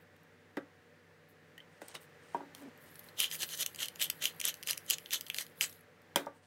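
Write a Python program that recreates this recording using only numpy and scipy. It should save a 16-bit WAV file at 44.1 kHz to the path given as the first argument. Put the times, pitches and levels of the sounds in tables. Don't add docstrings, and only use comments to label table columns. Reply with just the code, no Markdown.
import sys
import numpy as np
from scipy import signal
from scipy.fft import rfft, irfft
from scipy.io import wavfile
from scipy.ndimage import uniform_filter1d

SR = 44100
rng = np.random.default_rng(int(sys.argv[2]) if len(sys.argv) > 2 else 0)


def persist_wave(psi):
    counts = np.round(np.clip(psi, -1, 1) * 32767).astype(np.int16)
    wavfile.write(sys.argv[1], SR, np.atleast_2d(counts).T)


N = 284886


def gain_of(db):
    return 10 ** (np.asarray(db) / 20)


def evened(x):
    return x / np.sqrt(np.mean(x ** 2) + 1e-20)


def read(points, hz):
    f, value = np.transpose(points)
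    return np.interp(np.log(hz + 1), np.log(f + 1), value)


def add(mix, s, sound):
    part = mix[round(s * SR):][:len(sound)]
    part += sound[:len(part)]


def follow(points):
    return np.interp(np.arange(N) / SR, *np.transpose(points))


def resonate(x, hz, width):
    r = np.exp(-np.pi * width / SR)
    return signal.lfilter([1 - r, 0, r - 1], [1, -2 * r * np.cos(2 * np.pi * hz / SR), r * r], x)


def coloured(x, points):
    gain = gain_of(read(points, np.fft.rfftfreq(N, 1 / SR)))
    return evened(irfft(rfft(x) * gain, N))


def split(x, hz):
    low = signal.butter(4, hz, fs=SR, output="sos")
    high = signal.butter(4, hz, "high", fs=SR, output="sos")
    return signal.sosfilt(low, x), signal.sosfilt(high, x)


def wander(shape, size, axis=-1):
    return uniform_filter1d(rng.standard_normal(shape), size=size, axis=axis)


def grains(per_s, spread_db, smooth):
    size_db = spread_db * np.minimum(rng.exponential(1, N), 3)
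    hits = gain_of(size_db) * (rng.random(N) < per_s / SR)
    swell = np.sqrt(np.convolve(hits ** 2, np.hanning(50), "same"))
    return (evened(swell) + smooth) * rng.standard_normal(N)


EDGE_DB, RISE_BEND, FALL_BEND = -28, 1.48, 1.49


def stroke(s, rise, hold, fall, db):
    t = np.arange(N) / SR - s
    before = np.maximum(-t / rise, 0)
    after = np.maximum((t - hold) / fall, 0)
    return gain_of(db + EDGE_DB * (before ** RISE_BEND + after ** FALL_BEND))


def blended(rows, rest, first, second):
    power = np.zeros((3, N))
    for *shape, first_db, second_db in rows:
        a, b = np.minimum(gain_of([first_db, second_db]), 1) ** 2
        shares = [max(1 - a - b, .03), a, b]
        power += np.outer(shares, stroke(*shape) ** 2)
    parts = [evened(rest), evened(first), evened(second)]
    return (np.sqrt(power) * parts).sum(axis=0)


# frequency in Hz, relative level in dB per Hz.
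AIR_COLOUR = [(24, -75), (40, -24.5), (87, -3), (168, -25), (206, -33), (239, 2.5), (406, 2), (473, -12),
              (656, -36), (725, -2.5), (1990, -7), (2200, -28.5), (2370, -14), (10500, -30), (16500, -24)]
# time in seconds, level in dB.
AIR_LEVEL = [(0., -70), (1.33, -70), (2.3, -65.5), (3.85, -65.5), (4.05, -63.5), (5.43, -66.5),
             (5.97, -69.5), (6.2, -67.5), (6.46, -74.5)]
# frequency in Hz, width in Hz, level in dB over the broad noise.
DUCT = [(158.6, 17, -2), (275, 45, -15.5), (495, 44, -3), (586, 20, -5.5), (1746, 540, 1.5)]
# frequency in Hz, level of the steady part in dB rms.
HUM = [(96.9, -74.5), (161.5, -77), (242.2, -77), (441.4, -77), (473.7, -75.5), (737.5, -82)]


def air():
    frames, bin_hz = N // 256 + 5, np.fft.rfftfreq(1024, 1 / SR)
    a, b, patches = rng.standard_normal((frames, 513, 3)).T
    patches = evened(uniform_filter1d(uniform_filter1d(patches, 10, 0), 12, 1))
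    spectrum = (a + 1j * b) * gain_of(read(AIR_COLOUR, bin_hz)[:, None] + 1.5 * patches)
    wash = evened(signal.istft(spectrum, nperseg=1024, noverlap=768)[1][:N])
    duct = np.zeros(N)
    for hz, width, db in DUCT:
        duct += gain_of(db) * evened(resonate(rng.standard_normal(N), hz, width))
    hum = np.zeros(N)
    for hz, db in HUM:
        steady = evened(np.sin(2 * np.pi * hz * np.arange(N) / SR))
        waver = evened(resonate(rng.standard_normal(N), hz, 6.2))
        hum += gain_of(db) * (steady + .5 * waver)
    return (wash + duct) * gain_of(follow(AIR_LEVEL)) + hum


# full force from this time in seconds, rise, hold and fall
# in seconds, level in dB, share of the squeak in dB, share of the hiss in dB (above 0 counts as 0).
RUSTLES = [(.002, .005, 0.022, .03, -75, -24, 0), (1.288, .005, .022, .04, -70, -26, 2),
           (1.72, .01, 0.065, .01, -77, -9.5, -17), (1.814, 0.0055, .01, 0.17, -62, -5.5, -18),
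           (1.882, .008, .02, .12, -59, -16, -21), (1.952, 0.02, 0.004, 0.037, -47, -21, -21),
           (2.015, 0.021, .015, .05, -61, -9, -2), (2.24, .04, 0.099, .02, -69, -11, -14),
           (2.342, .01, .01, 0.073, -61.5, -26, -14), (2.568, .04, 0.055, 0.038, -61, -20, -3.5),
           (2.812, .008, 0.032, 0.026, -62, -22, 1), (2.866, .03, .015, .04, -63, -12, -11),
           (3.03, .005, .062, .04, -63.5, -22, -2.5), (6.358, 0.036, .005, .07, -72.5, -4.5, -8),
           (6.442, 0.041, 0.0045, 0.059, -71, -10, -21)]
# frequency in Hz, relative level in dB per Hz.
RUSTLE_COLOUR = [(290, -33), (500, -4), (1050, -0.5), (1170, -6.5), (2650, -7.5), (2980, -3), (3300, -9),
                 (7820, -11.5), (8540, -7), (15100, -13), (16500, -34)]
# frequency in Hz, width of each pass in Hz.
SQUEAK = (8430, 1700)


def rustle():
    rub, squeak, hiss = (grains(per_s=400, spread_db=2.5, smooth=1.2) for _ in range(3))
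    rub = split(coloured(rub, RUSTLE_COLOUR), 8900)[0]
    squeak = resonate(resonate(squeak, *SQUEAK), *SQUEAK)
    hiss = split(hiss, 10600)[1]
    return blended(RUSTLES, rub, squeak, hiss)


# start in seconds, level of the ring in dB, rough pitch
# in Hz, time for the ring to die by 60 dB in seconds, level of the broad snap in dB against the ring.
TICKS = [(.164, -64, 13000, .01, 0), (.233, -61, 12500, .012, -4), (1.5793, -47, 1873, 0.079, -7),
         (1.579, -43.5, 3020, 0.021, -8), (1.603, -43.5, 3150, 0.021, -25), (1.818, -55, 8600, .02, 5),
         (1.883, -41.5, 8400, .021, -3), (1.945, -53, 11400, .017, -4), (1.948, -53, 8700, 0.019, -4),
         (1.9531, -41, 2960, 0.022, -13), (1.96, -44.5, 3750, 0.036, -17), (2.549, -41.5, 3200, .015, 0.5),
         (2.62, -65, 5960, 0.016, 8), (2.776, -52, 12900, .011, -9), (2.956, -48.5, 10100, .02, .1),
         (2.993, -39, 12300, 0.017, -5.5), (3.042, -51, 11400, .025, -11), (3.087, -49, 4160, 0.027, -2),
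         (4.551, -55, 12000, .012, 6), (4.57, -52, 12000, .012, -2), (4.611, -58, 14500, .012, -8),
         (5.695, -50, 5600, 0.022, 4), (5.727, -56, 6450, 0.019, 9.5), (5.809, -47.5, 11400, 0.011, -21),
         (6.018, -63, 13800, 0.014, -1), (6.262, -56.5, 5840, 0.013, 3.5)]
TICK_RISE_S = 0.00037


def ticks():
    out, t = np.zeros(N), np.arange(2600) / SR
    for s, level_db, hz, t60, snap_db in TICKS:
        ring = np.sin(2 * np.pi * hz * t * (.98 + 2.6 * t))
        ring *= gain_of(-60 * t / t60) * np.minimum(t / TICK_RISE_S, 1)
        ring *= 1 + .35 * evened(wander(len(t), round(6 * SR / hz)))
        snap = split(rng.standard_normal(len(t)), 0.21 * hz)[1]
        snap *= gain_of(snap_db - 60 * t / 0.018)
        add(out, s, gain_of(level_db) * (ring + snap))
    return out


# frequency in Hz, time to fall by 60 dB in seconds.
ROOM = [(200, 0.13), (1000, 0.24), (4000, 0.12), (16000, 0.1)]


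def room(x):
    taps = np.zeros(SR // 2)
    at = np.arange(100, len(taps) - 20, 20)
    taps[at + rng.integers(0, 20, len(at))] = rng.choice([-1., 1.], len(at))
    hz, t, bands = signal.stft(taps, SR, nperseg=256)
    fade = gain_of(-60 * t / read(ROOM, hz)[:, None])
    tail = signal.istft(bands * fade, SR, nperseg=256)[1]
    return signal.fftconvolve(x, tail / np.linalg.norm(tail))[:N]


# start in seconds, level in dB, lowest modes in dB, modes near
# 500 Hz in dB, modes near 900 Hz in dB, slope above 1 kHz in dB per octave, tick in dB,
# factor on the ringing times, rise in seconds (low modes take longer).
KNOCKS = [(0.5698, -18.5, 0.5, 5.5, -8.5, -7.5, -30.5, 0.44, 0.0027),
          (1.817, -30.5, 1.5, 7, 0, -2.5, -35, 0.36, 0.00092),
          (1.952, -32, 1.5, -11, -6, 1.5, -11, 0.37, 0.00099),
          (2.346, -22, -2, 2, 4, -17.5, -30, 1, 0.0019), (2.403, -35, -2, 2, -4, -15, -40, 1.07, 0.0041),
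          (6.159, -17, 1.5, 9.5, 0.5, 1.5, 0.5, 1.15, 0.0011),
          (6.267, -27, -12, 1.5, -4, -22.5, -40, 0.81, 0.0038)]
# frequency in Hz, level in dB, time in seconds to fall by 60 dB
WORKTOP = [(178, -6, 0.085), (223, -4, 0.097), (283, -2.5, 0.36), (375, 1, 0.18), (439, -9, 0.11),
           (480.3, -17, 0.39), (566, -2.5, 0.11), (687, -9, 0.13), (804, 3, 0.048), (914, 5, 0.049),
           (950, -1, 0.033), (1178, -7, 0.093), (1431, -9, 0.19), (1585, -5.5, 0.13), (1816, -16, 0.14),
           (2053, 1.5, 0.062), (2458, -8.5, 0.12), (3164, 11.5, 0.015), (3760, -13.5, 0.17),
           (5090, -3.5, 0.041), (6940, -24, .04), (9000, -5, 0.028), (11400, -4, 0.014)]


def knocks():
    out, t = np.zeros(N), np.arange(SR // 4) / SR
    hz, db, t60 = np.transpose(WORKTOP)[:, :, None]
    for s, level_db, low_db, mid_db, upper_db, slope_db, tick_db, ring, rise in KNOCKS:
        spot_db = np.select([hz < 380, hz < 720, hz < 1100], [low_db, mid_db, upper_db])
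        weight = gain_of(db + spot_db + slope_db * np.maximum(np.log2(hz / 1000), 0))
        a, b = wander((2, len(hz), len(t)), 130, axis=2) * np.sqrt(130)
        a, b = (np.where(hz < 1300, 2 * uniform_filter1d(v, size=500, axis=1), v) for v in (a, b))
        cluster = 1 + np.clip(hz / 700, .45, 2) * (a + 1j * b) * .8
        build = np.minimum(t / (rise + 0.37 / hz), 1)
        fade = gain_of(-60 * t / (ring * t60))
        turn = np.exp(2j * np.pi * (hz * t + rng.random(hz.shape)))
        body = (weight * fade * cluster * turn * build).real.sum(axis=0)
        body = body / np.linalg.norm(weight) / 2
        tick = rng.standard_normal(len(t))
        tick *= gain_of(-60 * t / 0.01) + 0.067 * gain_of(-60 * t / 0.18)
        sound = body + gain_of(tick_db) * split(tick, 1130)[1]
        add(out, s, gain_of(level_db) * sound)
    return split(out, 130)[1]


# full force from this time in seconds, rise, hold and fall
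# in seconds, level in dB.
SLIDE = [(2.57, .05, 0.052, 0.033, -62), (2.638, 0.047, .05, 0.019, -49)]
SLIDE_HZ, SLIDE_HZ_PER_S = 280, 150


def slide():
    rub = rng.standard_normal(N)
    body = evened(sum(gain_of(db) * resonate(rub, hz, width=50.0) for hz, db, _ in WORKTOP[:8]))
    middle_s = SLIDE[-1][0] + SLIDE[-1][2] / 2
    hz = SLIDE_HZ + SLIDE_HZ_PER_S * (np.arange(N) / SR - middle_s)
    waver = evened(wander(N, 900))
    stutter = np.sin(2 * np.pi * np.cumsum(hz * (1 + 0.049 * waver)) / SR)
    return sum(stroke(*row) for row in SLIDE) * (stutter + 0.4 * body)


# frequency in Hz,
# base width in Hz (cracks and tumbling corns widen it), level in dB.
MILL = [(3117, 234, 3), (2865, 260, -4), (3430, 410, -5), (4180, 350, -6.5), (4970, 210, -8),
        (6080, 540, -6), (6830, 500, -7), (7930, 670, -8.5), (9540, 990, -7), (11360, 1700, -6),
        (12280, 3500, -4.5), (13900, 1070, -19), (15800, 550, -14.5), (1875, 480, -10)]
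# time in seconds, level in dB.
TUMBLE = [(2.76, -84), (2.95, -63.5), (3.1, -67), (3.125, -76), (3.27, -72), (3.42, -49.5), (3.83, -77),
          (4.1, -62), (4.52, -67), (5.38, -60.5), (5.55, -77), (5.64, -53), (5.81, -78), (5.84, -78)]
# frequency in Hz, filter gain in dB.
TUMBLE_COLOUR = [(1760, -28.5), (3000, -11.5), (3510, -5), (4190, -4.5), (5870, -14.5), (9260, -3),
                 (11700, 4.5), (15100, -2.5), (16200, 13.5), (16500, -41)]


def tumble():
    level = follow([(s, gain_of(db)) for s, db in TUMBLE])
    first, last = round(TUMBLE[0][0] * SR), round(TUMBLE[-1][0] * SR)
    level[:first] = level[last:] = 0
    ticking = np.zeros(N)
    for hz, width, _ in MILL:
        ticking += evened(resonate(grains(per_s=120, spread_db=3.5, smooth=.8), hz, 1.5 * width))
    thin = evened(resonate(ticking, 11600, 350.))
    return level * (coloured(ticking, TUMBLE_COLOUR) + 0.29 * thin)


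# full force from this time in seconds, rise, hold and fall in seconds,
# crunch level in dB, share of the main body modes in dB, share of the top modes in dB.
TWISTS = [(3.203, 0.037, 0.032, 0.055, -34, -3, -6.5), (3.334, 0.055, 0.0094, 0.037, -40, -6, -3.5),
          (3.425, 0.053, 0.011, 0.022, -35.5, -5.5, -6.5), (3.497, 0.016, 0.052, 0.018, -43.5, -9.5, -3),
          (3.61, 0.052, 0.018, .012, -33, -6, -4), (3.812, 0.039, 0.013, 0.061, -34, -3, -6),
          (4.015, 0.026, 0.015, 0.059, -32, -2.5, -6.5), (4.228, 0.026, 0.023, 0.073, -36.5, -3.5, -7),
          (4.455, 0.035, 0.039, 0.029, -36, -3.5, -8), (4.69, 0.033, 0.014, 0.053, -35.5, -10.5, -6),
          (4.903, .03, 0.04, 0.0061, -36, -7, -7.5), (5.135, 0.029, .01, 0.046, -32, -6, -6),
          (5.385, 0.056, 0.024, 0.039, -39.5, -9.5, -4), (5.615, 0.012, 0.017, .045, -32, -8, -6)]


def crunch():
    shared = grains(per_s=600, spread_db=3, smooth=.7)
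    rest, main, top = np.zeros((3, N))
    for k, (hz, width, db) in enumerate(MILL):
        drive = shared + grains(per_s=300, spread_db=3.5, smooth=.5)
        points = np.arange(N // 1500 + 2)
        drift = np.interp(np.arange(N) / 1500, points, rng.standard_normal(len(points)))
        ring = gain_of(db + 3 * evened(drift)) * resonate(drive, hz, width)
        group = main if k < 3 else top if hz > 8500 else rest
        group += (-1) ** k * ring
    rest = split(rest, 820)[1]
    rest += gain_of(-17.0) * rest.std() * evened(resonate(shared, 480, 530.0))
    return blended(TWISTS, rest, main, top)


# time in seconds, peak in dB before the bass is
# cut, brightness in dB.
CRACKS = [(3.202, -14.5, 0), (3.2035, -12.5, 15), (3.2251, -29, -10), (3.228, -38, -1), (3.2428, -16, -17),
          (3.3139, -25, -18), (3.3267, -37, -14), (3.3534, -25.5, -2), (3.422, -23, 7), (3.431, -19, -5),
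          (3.49, -31, -4), (3.5755, -26.5, 7), (3.605, -31, 0), (3.6303, -22, -8), (3.662, -25, -8),
          (3.6629, -17, 2), (3.7472, -31.5, 6), (3.7605, -30.5, 5), (3.7906, -30, -12), (3.8302, -20, -13),
          (3.8577, -28, 16), (3.8846, -23.5, -4.5), (3.9587, -35, -6), (3.998, -25, 1), (4.016, -16, -7),
          (4.025, -14.5, -2), (4.1001, -17.5, 8), (4.102, -15, 3), (4.225, -24, 3), (4.241, -18, 3.5),
          (4.255, -12, -5), (4.2565, -16.5, 4), (4.3988, -33.5, -2), (4.402, -20.5, 0),
          (4.414, -21.5, -9.5), (4.442, -23, -7.5), (4.453, -9.5, 26.5), (4.4843, -18, 1),
          (4.4939, -25.5, -32), (4.5421, -30, 13), (4.6284, -26, -3.5), (4.634, -29.5, 10),
          (4.6734, -19, 4), (4.6894, -20, -9.5), (4.696, -20.5, -16), (4.7092, -14.5, 10),
          (4.7316, -19.5, -13), (4.7754, -30, 9), (4.778, -22.5, 11), (4.864, -40, 12), (4.9011, -12.5, 7),
          (4.9076, -11, -2), (4.9338, -20.5, -9), (4.984, -25.5, 2), (5.0603, -32, -21), (5.0885, -47, -15),
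          (5.1083, -27, -17), (5.119, -27, -9), (5.1343, -15, 3.5), (5.144, -28, 1), (5.2102, -20.5, 4.5),
          (5.2665, -33, -8), (5.271, -37, -8), (5.284, -34, 14), (5.3004, -17.5, -9.5), (5.3453, -19.5, -4),
          (5.365, -28, 5), (5.3853, -15.5, -7), (5.466, -36.5, 1), (5.6103, -10.5, -8.5),
          (5.623, -26, -20.5), (5.64, -21, -5)]
CRACK_LOW_DB, CRACK_MID_DB, CRACK_TOP_DB = -4.5, 2, 8


def cracks():
    out, t = np.zeros(N), np.arange(900) / SR
    hz, width, db = np.transpose(MILL)
    fade = np.exp(-np.pi * 1.1 * np.maximum(width, 300.)[:, None] * t)
    modes = fade * np.sin(2 * np.pi * hz[:, None] * t)
    burst_t = np.arange(90) / SR
    for s, peak_db, bright_db in CRACKS:
        low_db, top_db = CRACK_LOW_DB - bright_db / 2, CRACK_TOP_DB + bright_db / 2
        mix_db = db + 2.5 * rng.standard_normal(len(MILL))
        mix_db += np.where(hz < 4500, low_db, np.where(hz > 8500, top_db, CRACK_MID_DB))
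        burst = rng.standard_normal(90) * burst_t * np.exp(-burst_t / .00045)
        sound = np.convolve(gain_of(mix_db) @ modes, burst)
        add(out, s - .0004, gain_of(peak_db) * sound / abs(sound).max())
    return split(out, 2200)[1]


def scene():
    near = ticks() + knocks() + crunch() + cracks()
    return (air() + rustle() + near + gain_of(-12) * room(near) + slide() + tumble())[None]


EDGE_HZ = 15800


def record(dry):
    thin = signal.sosfilt(signal.butter(2, 60, "high", fs=SR, output="sos"), dry)
    band_limit = signal.firwin(255, EDGE_HZ, window=("kaiser", 9), fs=SR)
    return signal.oaconvolve(thin, band_limit[None], "same")


dry = scene()
out = record(dry)
persist_wave(out)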